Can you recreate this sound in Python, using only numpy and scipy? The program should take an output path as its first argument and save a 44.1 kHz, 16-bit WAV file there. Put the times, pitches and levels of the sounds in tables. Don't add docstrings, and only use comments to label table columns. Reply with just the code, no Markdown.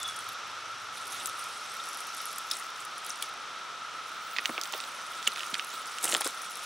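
import sys
import numpy as np
from scipy import signal
from scipy.fft import rfft, irfft, next_fast_len
from scipy.io import wavfile

SR = 44100
rng = np.random.default_rng(int(sys.argv[2]) if len(sys.argv) > 2 else 0)


def convert_level_to_amplitude(level_db):
    exponent = np.asarray(level_db, float) / 20
    return 10 ** exponent


def generate_wav(signal):
    frames = np.transpose(np.atleast_2d(signal))
    scaled = np.clip(frames, -1, 1) * 32767
    pcm = np.round(scaled).astype(np.int16)
    wavfile.write(sys.argv[1], SR, pcm)


N = 293485

# (time [s], scraping left-right [dB], cracks left-right [dB],
# finest hiss re scraping [dB])
COIL_PLACE = [(0, -2.5, 2.5, -21), (2.4, -1, 3.5, -22), (2.5, -0.5, 3.5, -17), (3.3, -1, 3.5, -18),
              (4.1, -7, -5, -14), (4.33, -3, -5.5, -4), (4.8, -4.5, -6.5, -10), (4.95, 0, 2, -20),
              (5.3, -6.5, -2.5, -15), (5.9, -1.5, -9, -14), (6.03, -.5, -0.5, -15), (6.65, 0, 5, -24)]


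def in_time(rows):
    s, *columns = np.transpose(rows)
    return [np.interp(np.arange(N) / SR, s, column) for column in columns]


def at_hz(points, hz):
    point_hz, point_db = np.array(points).T
    return np.interp(np.log(hz + 1), np.log(point_hz), point_db)


def rms_one(x):
    return x / np.sqrt(np.mean(x ** 2) + 1e-20)


def drift(rate):
    knots = rng.standard_normal(400)
    return np.interp(np.arange(N) / SR * rate, np.arange(len(knots)), knots)


def band_filter(x, low_hz, high_hz):
    return signal.sosfilt(signal.butter(2, [low_hz, high_hz], "band", fs=SR, output="sos"), x)


def resonance(x, hz, width_hz):
    r = np.exp(-np.pi * width_hz / SR)
    poles = [1, -2 * r * np.cos(2 * np.pi * hz / SR), r * r]
    return signal.lfilter([(1 - r * r) / 2, 0, (r * r - 1) / 2], poles, x)


def add(out, s, sound, peak_db, pan_db):
    top = np.argmax(np.abs(sound))
    at = max(round(s * SR) - top, 0)
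    sound = (sound / np.abs(sound[top]))[:N - at] * convert_level_to_amplitude(peak_db)
    out[:, at:at + len(sound)] += sound * convert_level_to_amplitude(np.array([[pan_db / 2], [-pan_db / 2]]))


def effort():
    # (time [s], scraping level [dB])
    creep = [(0, -52), (.35, -65), (.5, -58), (.93, -58), (1.0, -47), (2.4, -47), (2.7, -56.5), (3.25, -50),
             (3.35, -62), (3.8, -62), (4.33, -52.5), (4.9, -49.5), (5.7, -48), (6.3, -46.5), (6.65, -44)]
    # (start [s], hold [s], scraping level [dB])
    pushes = [(0, .01, -44.5), (0.067, .03, -45), (0.166, 0.17, -47.5), (0.95, .03, -46.5),
              (1.1, 0.1, -42.5), (1.203, 0.045, -41.5), (1.38, 0.069, -48), (1.897, 0.031, -47),
              (1.993, 0.027, -48), (2.182, 0.047, -44.5), (2.296, 0.077, -50), (2.527, 0.033, -41),
              (2.567, 0.084, -47.5), (2.782, 0.043, -51), (3.058, 0.044, -42.5), (3.223, .01, -43),
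              (4.436, 0.19, -52), (4.733, 0.038, -46), (5.11, .03, -56), (5.275, 0.0046, -47),
              (5.37, 0.11, -46.5), (5.555, .05, -50), (5.72, .03, -44.5), (6.043, 0.0099, -29),
              (6.08, 0.031, -31), (6.138, 0.028, -33.5), (6.205, 0.0089, -40), (6.255, 0.01, -33.5)]
    rise_db_per_s, fall_db_per_s = 605, 312
    time = np.arange(0, N / SR, 1 / 1000)
    power = convert_level_to_amplitude(np.interp(time, *np.transpose(creep))) ** 2
    for s, hold, level_db in pushes:
        before_db = rise_db_per_s * np.maximum(s - time, 0)
        after_db = fall_db_per_s * np.maximum(time - s - hold, 0)
        power = power + convert_level_to_amplitude(level_db - np.minimum(before_db + after_db, 99)) ** 2
    return np.interp(np.arange(N) / SR, time, 10 * np.log10(power))


def rustle(bright_db, per_s):
    # (frequency [Hz], level per Hz [dB])
    leaf_colour = [(1060, -32), (1800, -7), (2040, 0.5), (2880, -4), (3580, 2), (4700, -5.5), (8480, 0.5),
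                   (10100, 2.5), (11600, -6.5), (13100, -14), (15700, -13)]
    pan_db, _, top_db = in_time(COIL_PLACE)
    body_db = 8.5 - .45 * (bright_db + 48)

    at = np.flatnonzero(rng.random(N) < per_s * convert_level_to_amplitude(2.0 * drift(55.)) / SR)
    heights = convert_level_to_amplitude(3.1 * np.minimum(rng.exponential(1, N), 4))
    sizes = (heights * rng.choice([-1, 1], N))[at]
    edges = np.geomspace(1800, 16000, num=15)
    layers = np.zeros((3, N))
    own = rng.standard_normal(N)
    for k, (low, high) in enumerate(zip(edges, edges[1:])):
        slips = np.full(N, 1e-18)
        strength = convert_level_to_amplitude(7.4 * np.roll(own, 977 * k)[at])
        slips[at] = sizes * strength * np.sign(np.roll(own, 31 * k + 5)[at])
        band = band_filter(slips, low, high)
        band *= convert_level_to_amplitude(3.0 * drift(45.))
        layer = int(low > 6200) + int(low > 13000)
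        layers[layer] += band * convert_level_to_amplitude(at_hz(leaf_colour, np.sqrt(low * high)))
    body, bright, top = map(rms_one, layers)
    sound = convert_level_to_amplitude(bright_db - 5.5) * (bright + convert_level_to_amplitude(body_db - 4.5) * body + convert_level_to_amplitude(top_db + 5) * top)

    heavy = band_filter(slips, 250, 1800)
    sound += convert_level_to_amplitude(1.5 * (bright_db + 32.0) - 40.5) * rms_one(heavy)
    spread = 0.14 * np.roll(sound, 211) * np.array([[1], [-1]])
    return (sound + spread) * convert_level_to_amplitude(np.array([pan_db / 2, -pan_db / 2]))


def crack(hz, rise, t60, sharp, click_db, broad_db):
    time = np.arange(2048) / SR
    swell = (1 - np.exp(-time / max(rise, 1e-5))) ** 2
    push = rng.standard_normal(2048) * swell * convert_level_to_amplitude(-60 * time / max(t60, .002))
    push[round(2 * rise * SR)] += convert_level_to_amplitude(click_db)

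    def twice(centre_hz, width_hz):
        return resonance(resonance(push, centre_hz, width_hz), centre_hz, width_hz)

    ringing = twice(hz, hz / sharp)
    upper = twice(hz * 2.3, hz)
    lower = twice(hz * 0.72, hz / 2) * 2
    return ringing + convert_level_to_amplitude(broad_db) * (lower - upper / 2)


def stray_ticks(effort_db):
    per_s, centre_hz, over_db = 19, 8900, 18
    gap, size, pitch = rng.random((200, 3)).T
    times = np.cumsum(-np.log(gap)) / per_s
    return [(s, effort_db[int(s * SR)] + over_db - 8 * a, centre_hz * (.82 + 0.47 * b))
            for s, a, b in zip(times, size, pitch) if s < (N - 1) / SR]


def ticks_and_snaps(effort_db):
    # (time [s], peak [dB], pitch [Hz])
    ticks = [(0.0312, -21.5, 7400), (0.0798, -26, 9440), (1.2586, -13.5, 8300), (1.272, -22, 10700),
             (1.297, -31, 7800), (1.394, -26, 9530), (1.889, -25, 9400), (1.946, -28, 8920),
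             (2.006, -25, 9200), (2.2558, -20.5, 10500), (2.3291, -27, 10700), (2.36, -28, 9300),
             (2.3836, -21, 10400), (2.5155, -16, 9300), (2.5693, -24, 9520), (2.5883, -29, 10070),
             (2.598, -26, 9030), (2.851, -28, 9900), (2.9814, -29.5, 9400), (3.0476, -28, 8900),
             (3.098, -23.5, 9200), (3.1584, -28, 8520), (3.2252, -20.5, 8970), (4.4616, -27, 7230),
             (5.2274, -29, 7250), (5.2751, -14.5, 6450), (5.2768, -14, 8600), (5.6467, -26.5, 9100),
             (5.9856, -29, 7510), (6.556, -26, 9100)]
    # (time [s], peak [dB], pitch [Hz])
    snaps = [(2.2041, -28, 3960), (4.3647, -19.5, 2030), (4.369, -21, 2500), (4.3855, -12, 2160),
             (4.39, -32, 2440), (4.393, -22, 1800), (4.4505, -25, 2220), (4.4572, -9, 2740),
             (4.4955, -24, 1700), (4.5792, -16.5, 2150), (4.614, -15.5, 5300), (4.6359, -17.5, 5700),
             (4.6555, -24.5, 3140), (4.7243, -22.5, 5700), (4.738, -18, 2560), (4.803, -21.5, 3620),
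             (4.8397, -24.5, 3430), (5.228, -27, 3010), (5.293, -29, 2800), (5.319, -28, 3900),
             (5.361, -21.5, 3120), (5.3733, -24, 2350), (5.381, -25, 2700), (5.3947, -23, 3100),
             (5.4069, -20.5, 2580), (5.4333, -23, 2900), (5.543, -20, 5440), (5.5532, -20, 2100),
             (5.596, -14.5, 2400), (5.985, -20.5, 2920)]
    # (time [s], peak [dB], pitch [Hz])
    heap = [(6.0408, -15, 8400), (6.0437, -10, 9500), (6.0547, -15, 9280), (6.0693, -24, 8800),
            (6.0778, -21, 2835), (6.092, -17, 8320), (6.0972, -16, 7600), (6.1243, -18, 6760),
            (6.1246, -13.5, 3060), (6.131, -21, 2980), (6.114, -22, 6500), (6.16, -24, 5050),
            (6.141, -12, 7200), (6.1422, -16.5, 2680), (6.1492, -9, 3200), (6.166, -19, 3660),
            (6.1711, -26, 8980), (6.2059, -20, 9500), (6.2094, -14, 8800), (6.213, -18, 9460),
            (6.218, -18.5, 3150), (6.2453, -19, 9510), (6.246, -23, 3460), (6.2589, -23, 8200),
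            (6.2652, -19, 8740), (6.2667, -16, 4560), (6.2898, -29, 7030), (6.3065, -34, 9570),
            (6.419, -27, 9600)]
    # (time [s], peak [dB])
    splinters = [(1.2585, -34), (2.515, -26), (3.2238, -23), (4.31, -34), (4.461, -33), (4.614, -33),
                 (4.636, -32), (4.725, -28), (4.744, -35), (4.762, -34), (5.12, -33), (5.2785, -23),
                 (6.64, -33)]
    # (time [s], peak [dB], pitch [Hz])
    curled = [(.088, -25.5, 5850), (2.502, -30, 6440), (2.5132, -21.5, 3390), (2.513, -17.5, 5100),
              (2.5185, -21, 3560), (2.532, -30, 5120), (2.536, -28, 5480), (4.734, -26.5, 3250),
              (3.2253, -22, 3200), (5.2704, -24, 3620), (5.272, -19, 3350), (5.2751, -8.5, 2870),
              (5.5393, -26.5, 3280), (5.544, -17.5, 3220)]
    thin_above_hz, splinter_hz, scatter_db = 6000, 14320, 4

    out = np.zeros((2, N))
    pan_db = in_time(COIL_PLACE)[1]
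    cracks = ticks + snaps + heap + stray_ticks(effort_db)
    cracks = cracks + [(s, peak_db, splinter_hz) for s, peak_db in splinters]
    for s, peak_db, hz in cracks:
        side_db = pan_db[int(s * SR)]
        if hz > thin_above_hz:
            sound = crack(hz, .0003, t60=0.0077, sharp=2.6, click_db=8.0, broad_db=-14.0)
            side_db += scatter_db * rng.standard_normal()
        else:
            sound = crack(hz, .0003, t60=0.01, sharp=2.08, click_db=12, broad_db=-10)
        add(out, s, sound, peak_db, side_db)
    for s, peak_db, hz in curled:
        sound = crack(hz, .0008, t60=0.017, sharp=3.87, click_db=10, broad_db=-15)
        add(out, s, sound, peak_db, pan_db[int(s * SR)])
    return out


def stone(x):
    # (delay [s], left level [dB], right level [dB])
    reflections = [
        (.0011, -25.5, -24),
        (.0027, -22, -19),
        (.0052, -17, -17),
        (.0083, -20.5, -20),
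    ]
    out = x.copy()
    for s, *level_db in reflections:
        lag = round(s * SR)
        out[:, lag:] += convert_level_to_amplitude(np.array(level_db))[:, None] * x[::-1, :-lag]
    return out


def bumps():
    # (time [s], peak [dB], pitch [Hz])
    contacts = [(4.393, -39, 300), (4.495, -28, 500), (4.5, -32, 220), (4.551, -31, 900), (4.583, -29, 560),
                (4.737, -26.5, 570), (4.749, -33, 480), (5.276, -35.5, 350), (5.531, -38, 300),
                (6.051, -38, 600), (6.134, -27, 480), (6.15, -18, 990), (6.153, -27.5, 400),
                (6.21, -22, 804), (6.222, -24.5, 940), (6.265, -28, 386), (6.27, -21, 970)]
    shortest_s, cycles, housing_cut_hz = 0.019, 14, 110
    out = np.zeros((2, N))
    for s, peak_db, hz in contacts:
        sound = crack(hz, .001, shortest_s + cycles / hz, sharp=.8, click_db=15.5, broad_db=-19.5)
        add(out, s, sound, peak_db, -1.5)
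    return signal.sosfilt(signal.butter(2, housing_cut_hz, "high", fs=SR, output="sos"), out)


def bird():
    # (time [s], pitch [Hz], level [dB])
    glide = [(0, 3610, -47), (.025, 3490, -33.5), (.034, 3435, -65), (.045, 3424, -40), (.1, 3394, -47),
             (.16, 3300, -48), (.21, 3310, -58), (.32, 3340, -100)]
    hz, level_db = in_time(glide)
    direct = convert_level_to_amplitude(level_db + 3.5 * drift(55.)) * np.sin(2 * np.pi * np.cumsum(hz) / SR)
    late = np.roll(direct, round(0.039 * SR)) * convert_level_to_amplitude(-4)
    return direct + late


def wide_noise(gain):
    # (frequency [Hz], left-right likeness [0 to 1])
    likeness = [(40, 0.78), (90, 1), (240, 0.88), (950, 0.91), (4000, 0.9), (9000, 0.85), (15000, 1)]
    size = next_fast_len(N)
    hz = np.arange(size // 2 + 1) * SR / size
    mid, side = rfft(rng.standard_normal((2, size)))
    alike = np.clip(at_hz(likeness, hz), 0, 1)
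    both = np.sqrt(1 + alike) * mid + np.sqrt(1 - alike) * side * np.array([[1], [-1]])
    return rms_one(irfft(both * gain(hz), size)[:, :N])


def band_shape(centre_hz, width_hz, steep):
    return lambda hz: 1 / (1 + (np.abs(hz - centre_hz) / width_hz) ** steep)


def outdoors():
    # (frequency [Hz], level per Hz [dB])
    air_low = [(24, -65), (40, -35), (118, -14), (426, -6.5), (516, -3.5), (642, -2.5), (1050, 2),
               (1360, -2.5), (2310, -120)]
    # (frequency [Hz], level per Hz [dB])
    air_high = [(970, -30), (1650, 1.5), (1870, -0.5), (2320, -0.5), (3610, -1), (4700, -7), (5950, -5),
                (6470, -11), (8830, -17), (11600, -23), (13400, -41), (14200, -31), (15700, -34)]
    # (time [s], level [dB])
    cricket_level = [(0, -54), (1.2, -58), (2.2, -49.5), (3.2, -66), (4.5, -70), (6.65, -53)]
    # (time [s], level [dB])
    rumble_level = [(0.0, -64), (1.46, -66.5), (1.72, -75), (4.31, -74.5), (4.56, -72), (5.13, -83),
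                    (6.02, -80), (6.65, -85)]
    spectrum = air_low[:-1] + [(hz, db - 1.0) for hz, db in air_high[1:]]
    air = convert_level_to_amplitude(-44 + 0.4 * drift(2.336)) * wide_noise(lambda hz: convert_level_to_amplitude(at_hz(spectrum, hz)))
    drone = convert_level_to_amplitude(-42 + 0.48 * drift(3.9)) * wide_noise(band_shape(1320, 106.5, 2.07))
    crickets = convert_level_to_amplitude(in_time(cricket_level)[0]) * wide_noise(band_shape(5520, 370, 1.3))
    rumble = convert_level_to_amplitude(in_time(rumble_level)[0] - 4) * wide_noise(band_shape(112, 25, 3.1))
    return air + drone + crickets + rumble


def scene():
    effort_db = effort()
    leaves = rustle(effort_db, per_s=5000.) + ticks_and_snaps(effort_db)
    return stone(leaves) + bumps() + bird() + outdoors()


def low_pass(x):
    return signal.sosfilt(signal.butter(12, 17100, fs=SR, output="sos"), x)


def record(dry):
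    dip = dry - .75 * resonance(dry, 13600, 2200)
    cutoff_hz = 15750
    cut = signal.sosfilt(signal.ellip(10, .5, 70, cutoff_hz, fs=SR, output="sos"), dip)
    return low_pass(cut)


dry = scene()
out = record(dry)
generate_wav(out)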